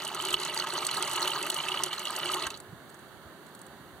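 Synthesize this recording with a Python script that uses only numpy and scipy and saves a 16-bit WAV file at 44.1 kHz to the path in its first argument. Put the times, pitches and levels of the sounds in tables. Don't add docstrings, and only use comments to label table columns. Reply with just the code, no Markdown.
import sys
import numpy as np
from scipy import signal
from scipy.fft import rfft, irfft
from scipy.io import wavfile
from scipy.ndimage import uniform_filter1d

SR = 44100
rng = np.random.default_rng(int(sys.argv[2]) if len(sys.argv) > 2 else 0)


def gain_from_db(level_db):
    decades = np.asarray(level_db, float) / 20
    return 10 ** decades


def dump(signal):
    limited = np.clip(np.atleast_2d(signal).T, -1, 1)
    pcm = np.round(limited * 32767).astype(np.int16)
    wavfile.write(sys.argv[1], SR, pcm)


N = 176400
TIME = np.arange(N) / SR
BINS = np.fft.rfftfreq(8192, 1 / SR)


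def evened(x):
    return x / np.sqrt(np.mean(x ** 2) + 1e-20)


def read(points, hz):
    f, value = np.transpose(points)
    return np.interp(np.log(hz + 1), np.log(f + 1), value)


def causal(x, gain):
    log = np.log(np.maximum(np.r_[gain, gain[-2:0:-1]], 1e-5))
    taps = np.fft.ifft(np.exp(log - 1j * signal.hilbert(log).imag)).real[:4096]
    return signal.oaconvolve(x, taps[None], axes=1)[:, :N]


def coloured(x, gain):
    return causal(x[None], gain)[0]


def highpass(x, order, hz):
    return signal.sosfilt(signal.butter(order, hz, "high", fs=SR, output="sos"), x)


def peaks(table, order=1):
    return sum(gain_from_db(db) ** 2 / (1 + (2 * (BINS - f) / w) ** 2) ** order for f, w, db in table)


def slow(seconds):
    size = max(int(seconds * SR), 2)
    return evened(uniform_filter1d(uniform_filter1d(rng.standard_normal(N), size), size))


def decay(samples, t60):
    return gain_from_db(-60 * np.arange(samples) / SR / t60)


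def ping(hz, t60, rise, attack=.0003):
    t = np.arange(int(t60 * SR) + 8) / SR
    tone = np.sin(2 * np.pi * hz * t * (1 + rise * t / t60))
    return (1 - np.exp(-t / attack)) * gain_from_db(-60 * t / t60) * tone


def add(mix, s, sound):
    part = mix[..., round(s * SR):][..., :sound.shape[-1]]
    part += sound[..., :part.shape[-1]]


def scatter(x):
    z = signal.stft(x, nperseg=64)[2]
    turn = np.exp(2j * np.pi * rng.random((2,) + z.shape))
    return 1.25 * signal.istft(z * turn, nperseg=64)[1][:, :N]


def ports(shared, own, pan, lead, same):
    hz = np.fft.rfftfreq(N, 1 / SR)
    middle, sides = rfft(shared), rfft(own)
    likeness = np.sqrt(np.clip(read(same, hz), 0, 1))
    unlike = np.sqrt(1 - likeness ** 2)
    turn = gain_from_db(read(pan, hz) / 2) * np.exp(.5j * read(lead, hz))
    left = (likeness * middle + unlike * sides[0]) * turn
    right = (likeness * middle + unlike * sides[1]) / turn
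    return irfft(np.array([left, right]), N)


# (frequency [Hz], density [dB per Hz])
TRAFFIC_COLOUR = [(30, -35), (140, -2.5), (1700, -9.5), (2100, -18.5), (4600, -24), (5600, -44),
                  (8500, -33), (12000, -38)]
# (frequency [Hz], left over right [dB])
TRAFFIC_PAN = [(100, -1), (800, -2), (1800, -8.5), (4200, -16), (6800, -24), (8500, -16)]
# (frequency [Hz], left leads by [radians])
TRAFFIC_LEAD = [(200, .2), (1000, -.5), (1700, -.2), (2200, 1.5), (3500, 1.2), (9000, 3)]
# (frequency [Hz], likeness [0-1])
TRAFFIC_SAME = [(60, .3), (300, .9), (1500, .85), (2200, .4), (4500, .2), (9000, .7)]
# (frequency [Hz], width [Hz], level [dB])
HOLLOW_MODES = [(154.7, 46.5, -12), (318, 35, -11.5), (364.8, 31.2, 0.5), (419.6, 29.3, -4)]


def traffic():
    colour = np.sqrt(gain_from_db(read(TRAFFIC_COLOUR, BINS)) ** 2 + gain_from_db(-1.5) ** 2 * peaks(HOLLOW_MODES))
    air = causal(rng.standard_normal((3, N)), colour) * gain_from_db(.5 * slow(.05))
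    return gain_from_db(-49.5) * evened(ports(air[0], air[1:], TRAFFIC_PAN, TRAFFIC_LEAD, TRAFFIC_SAME))


# (time [s], level [dB])
WIND_LEVEL = [
    (0, -76),
    (2.38, -80),
    (2.47, -66),
    (2.7, -60),
    (2.95, -72),
    (3.27, -63),
    (3.5, -71),
    (4, -65),
]


def wind():
    gusts = rng.standard_normal((2, N)) * gain_from_db(4.2 * np.array([slow(.05), slow(.034)]))
    rumble = evened(causal(gusts, np.sqrt(peaks([(78.4, 54, 0)], order=2))))
    return gain_from_db(np.interp(TIME, *np.transpose(WIND_LEVEL))) * rumble


# (time [s], peak [dB], pitch [Hz])
HAND_BUMPS = [
    (2.695, -45, 105),
    (2.733, -38, 150),
    (3.265, -49, 85),
    (3.81, -45, 150),
    (2.47, -47, 70),
    (.343, -48, 40),
]


def hand_bumps():
    out = np.zeros((2, N))
    for at, db, hz in HAND_BUMPS:
        cycles = np.arange(-2, 2, hz / SR)
        bump = np.exp(-(cycles / 0.99) ** 2) * np.cos(2 * np.pi * cycles)
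        add(out, at - 2 / hz, gain_from_db(db) * gain_from_db([[-3.], [2.4]]) * bump)
    return out


# (time [s], peak [dB])
FILM_TICKS = [(2.6015, -31.5), (2.895, -42), (2.8995, -41), (2.944, -40.5), (2.9914, -42), (3.4653, -41),
              (3.4885, -47), (3.5493, -35), (3.5915, -40), (3.6157, -35.5), (3.6653, -38)]
# (frequency [Hz], width [Hz], level [dB])
FILM_COLOUR = [(8550, 1100, 1.5), (4430, 1000, -9), (6900, 1100, -21)]


def film_ticks():
    ticks = np.zeros(N)
    for at, db in FILM_TICKS:
        add(ticks, at, gain_from_db(db) * rng.standard_normal(500) * decay(500, 0.025))
    return gain_from_db(3.0) * coloured(ticks, np.sqrt(peaks(FILM_COLOUR)))


RISE, SPLAT_RISE = 0.061, 0.0017

# (time [s], peak [dB], pitch [Hz])
GULP_EVENTS = [(0.335, -25.5, 1218), (0.64, -23.5, 1223), (0.751, -27.5, 1175), (.975, -24, 1240),
               (1.179, -23, 1236), (1.203, -26.5, 1265), (1.356, -25, 1220), (1.8, -24.5, 1057),
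               (2.099, -26, 1216), (2.295, -26, 1227), (2.362, -25, 1057), (2.467, -29, 1054)]


def gulps():
    out, t60 = np.zeros(N), 0.059
    for at, db, hz in GULP_EVENTS:
        gulp = ping(hz, t60, RISE, attack=.003)
        gulp += .55 * ping(hz * .84, t60, RISE) + .3 * ping(hz * 1.3, t60, RISE)
        add(out, at, gain_from_db(db + 0.5) * gulp)
    return out


# (time [s], peak [dB], pitch [Hz])
DROPLETS = [(0.0692, -36, 2940), (0.2004, -21.5, 3050), (0.239, -29, 3140), (0.26, -23, 3040),
            (0.2912, -22, 2900), (0.3267, -22, 3130), (0.3701, -23.5, 2990), (0.403, -32, 4370),
            (0.4966, -25, 2880), (0.5374, -29.5, 4020), (0.755, -30, 3020), (0.791, -28, 2890),
            (0.8899, -24, 2930), (0.9124, -21.5, 4140), (0.948, -32, 2980), (1.0121, -28, 3350),
            (1.0272, -23, 3160), (1.1774, -22, 2870), (1.2993, -21, 3070), (1.433, -23.5, 2650),
            (1.5728, -28, 2870), (1.586, -25, 2940), (1.6018, -20, 2960), (1.6368, -25, 3110),
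            (1.6718, -30, 2640), (1.741, -22.5, 2940), (1.7904, -23, 2990), (1.8626, -26, 3040),
            (1.9103, -28, 2880), (2.0016, -27, 2910), (2.1081, -34, 2900), (2.1418, -31, 2850),
            (2.2308, -23.5, 2940), (2.2583, -24, 2870), (2.283, -36, 2960), (2.313, -26, 2960),
            (2.404, -30, 3750)]


def plinks():
    out, t60 = np.zeros(N), 0.034
    for at, db, hz in DROPLETS:
        add(out, at, gain_from_db(db - 1.5) * (ping(hz, t60, SPLAT_RISE) + .4 * ping(hz * 0.8, t60, SPLAT_RISE)))
    return out


# (frequency [Hz], width [Hz], level [dB])
WALL_MODES = [(603, 56, -2.5), (910, 92, 1.5), (1071, 40, -4.5), (1255, 138, 3), (1966, 56, -5),
              (1535, 40, -12), (2585, 170, -3), (2960, 188, 0.5), (3470, 83, -10), (4140, 126, -3),
              (4540, 320, -4.5), (6100, 240, -13.5), (8360, 840, -11), (9880, 1500, -20)]
# (frequency [Hz], level [dB])
SPLASH_COLOUR = [(150, -32), (500, -26), (800, -12.5), (1600, -13.5), (3500, -10.5), (6000, -16.5),
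                 (11000, -17.5), (16000, -30)]


def bucket_colour():
    return np.sqrt(peaks(WALL_MODES) + gain_from_db(read(SPLASH_COLOUR, BINS)) ** 2)


# (time [s], peak [dB])
WALL_SPITS = [(0.02, -36), (0.0495, -28), (0.0771, -29), (0.1466, -26.5), (0.2226, -29), (0.251, -25),
              (0.2852, -29), (0.3062, -31), (0.3293, -28), (0.399, -31), (0.4329, -33), (0.4498, -29),
              (0.4783, -36), (0.5452, -27), (0.575, -31), (0.5876, -30), (0.6404, -34.5), (0.6709, -34),
              (0.7357, -29), (0.8495, -27), (0.867, -22.5), (0.9123, -28), (0.9427, -29), (0.971, -28),
              (0.9956, -33), (1.025, -24), (1.0768, -29), (1.0958, -30), (1.1132, -28.5), (1.1333, -30),
              (1.1604, -26), (1.2, -38), (1.277, -23), (1.4267, -27.5), (1.4658, -29.5), (1.5005, -18),
              (1.5435, -25), (1.571, -29.5), (1.6272, -32), (1.6881, -31), (1.8353, -18), (1.8607, -33),
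              (1.93, -33), (1.9941, -29.5), (2.0532, -28), (2.163, -28), (2.257, -36), (2.3022, -37),
              (2.3172, -26), (2.3424, -22.5), (2.425, -35), (2.4678, -28.5), (2.5034, -33.5), (2.5737, -39)]


def spits(colour):
    out = np.zeros(N)
    for at, db in WALL_SPITS:
        z = rng.standard_normal(1501)
        z = evened(z[1:] + np.tanh(z[0]) * z[:-1])
        add(out, at, gain_from_db(db) * decay(1500, 0.025) * z)
    bright = gain_from_db(read([(8000, 8), (15000, 2)], BINS))
    return gain_from_db(12) * coloured(highpass(out, 3, 5900), colour * bright)


SPLAT_T60 = 0.031

# (time [s], peak [dB], pitch [Hz])
SPLAT_EVENTS = [(0.3411, -11, 2970), (0.4334, -24, 4070), (0.5744, -18.5, 4550), (0.598, -17, 4410),
                (0.6707, -26, 2960), (1.1563, -22, 2910), (1.2262, -17, 4140), (1.2752, -15.5, 2960),
                (1.3167, -20, 2830), (1.501, -19, 2960), (1.6841, -18, 2660), (1.7175, -19.5, 2885),
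                (1.7734, -20, 2920), (1.8337, -36, 2950), (1.93, -22, 3100), (2.0532, -23, 2900),
                (2.0703, -20.5, 2890), (2.3350, -21, 2930), (2.4385, -25, 2660), (2.468, -24, 1590),
                (2.5033, -29.5, 2646), (2.5412, -31.5, 3990)]


def splats(colour):
    rings, puffs = np.zeros(N), np.zeros(N)
    for at, db, hz in SPLAT_EVENTS:
        for ratio, share in [(1, 1), (1.12, .5), (1.4, .3)]:
            add(rings, at, gain_from_db(db - 1.7) * share * ping(hz * ratio, SPLAT_T60, SPLAT_RISE))
        z = rng.standard_normal(500)
        add(puffs, at, gain_from_db(db - 14) * (z[1:] - 0.7 * z[:-1]) * decay(499, .016))
    return rings + gain_from_db(15.5) * coloured(puffs, colour)


def boom(clump):
    shake = rng.standard_normal(N) * clump ** 0.71 * gain_from_db(0.73 * slow(0.017))
    return evened(coloured(shake, np.sqrt(peaks(HOLLOW_MODES, order=2))))


def bubbles():
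    size_db = 3. * np.minimum(rng.exponential(1, N), 4.5)
    size = gain_from_db(size_db) * (rng.random(N) < 2600 / SR)
    kind, out = rng.integers(0, 32, N), np.zeros(N)
    for k, hz in enumerate(np.geomspace(500, 15000, 32)):
        grain = ping(hz, 22. / hz + .002, RISE)
        grain = grain / np.linalg.norm(grain) * (hz / 3000) ** .5
        out += signal.oaconvolve(size * (kind == k), grain)[:N]
    return out


def drop_smacks():
    size = gain_from_db(3. * rng.exponential(1, N).clip(0, 3))
    drops = size * (rng.random(N) < 160 / SR)
    smack = np.convolve(drops, decay(1200, SPLAT_T60))[:N] * rng.standard_normal(N)
    return evened(np.diff(smack, prepend=0) + .5 * smack)


def falling_water(clump, spray, lull_db, colour):
    drive = (evened(bubbles()) + gain_from_db(-6.5) * rng.standard_normal(N)) * clump
    drive = evened(drive) + gain_from_db(-13) * drop_smacks() * gain_from_db(lull_db)
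    top = highpass(drive, 2, 5200)
    drive = drive - top + gain_from_db(-1.5) * top * evened(spray)
    return gain_from_db(1.0) * evened(coloured(drive, colour))


# (time [s], flow level [dB], hollow boom [dB])
STREAM_FLOW = [(0, -38.5, 1), (.12, -38.5, -6), (.3, -34.5, 1.5), (.5, -36.5, -1.5), (.62, -36, -6),
               (.76, -33.5, 2), (.9, -35.5, -7.5), (1, -33.5, 1.5), (1.1, -35.5, -3), (1.19, -33, -3),
               (1.42, -35.5, 0.5), (1.58, -35.5, -6), (1.8, -36.5, 3), (2, -37.5, -9.5), (2.2, -36, -0.5),
               (2.38, -35.5, 2), (2.47, -39, 1), (2.572, -51, 5.5)]
# (time [s], length [s], depth [dB])
STREAM_LULLS = [
    (0.379, 0.056, -3),
    (0.658, 0.018, -11),
    (0.715, 0.016, -5),
    (1.535, 0.011, -1),
    (1.909, 0.036, -5.5),
    (1.977, 0.03, -2),
    (2.496, 0.021, -7),
    (2.526, 0.01, -4),
]
# (frequency [Hz], left over right [dB])
STREAM_PAN = [(200, -0.5), (1300, -1), (2200, -6.5), (3200, -3), (3600, -5), (6900, -1), (8100, -6),
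              (11000, 6.5)]
# (frequency [Hz], left leads by [radians])
STREAM_LEAD = [(300, .15), (1500, 0), (3000, .8), (4800, 1.8), (5300, .2), (7400, 1.2), (9300, 3.1),
               (15000, 2.3)]
# (frequency [Hz], likeness [0-1])
STREAM_SAME = [(200, .995), (1500, .97), (3000, .93), (5000, .65), (8200, .85), (15000, .6)]


def stream():
    s, flow_points, boom_points = np.transpose(STREAM_FLOW)
    flow_db, boom_db = np.interp(TIME, s, flow_points), np.interp(TIME, s, boom_points)
    flow = gain_from_db(flow_db) * (TIME < s[-1])
    lull_db = sum(db * np.exp(-((TIME - at) / long * 2) ** 4) for at, long, db in STREAM_LULLS)
    clump_db, clump_s = 1.3, 0.006
    clump = gain_from_db(clump_db * slow(clump_s) + lull_db)
    spray = gain_from_db(clump_db * 2.2 * slow(clump_s * 1.1) + .5 * lull_db + .5 * flow_db)
    colour = bucket_colour()
    water = falling_water(clump, spray, lull_db, colour) * flow
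    water += boom(clump) * gain_from_db(-9 + boom_db) * flow
    water += splats(colour) + spits(colour) + plinks() + gulps() + film_ticks()
    return ports(water, scatter(water), STREAM_PAN, STREAM_LEAD, STREAM_SAME)


def scene():
    return traffic() + wind() + hand_bumps() + stream()


def low_pass(x):
    return signal.sosfilt(signal.butter(12, 16830, fs=SR, output="sos"), x)


# (frequency [Hz], width [Hz], depth [dB])
HOUSING_NOTCHES = [(465, 50, -7), (2480, 110, -22), (5030, 200, -24), (5650, 200, -10), (7480, 160, -12)]


def record(dry):
    response_db = sum(db / (1 + (2 * (BINS - f) / w) ** 2) for f, w, db in HOUSING_NOTCHES)
    response_db = response_db - 14 / (1 + (BINS / 32) ** 4)
    response_db = response_db - 60 / (1 + np.exp((16000 - BINS) / 100))
    hiss = gain_from_db(-60.5) * rng.standard_normal(dry.shape)
    x = causal(dry + hiss, gain_from_db(response_db))
    power_db = 10 * np.log10(abs(uniform_filter1d((x ** 2).mean(0), 200)) + 1e-12)
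    fall = TIME * 170.0
    held_db = np.maximum.accumulate(power_db + fall) - fall
    over_db = np.maximum(held_db + 26.0, 0)
    late_db = np.r_[np.zeros(400), uniform_filter1d(over_db, 200)][:N]
    return low_pass(x / gain_from_db(0.75 * late_db))


dry = scene()
out = record(dry)
dump(out)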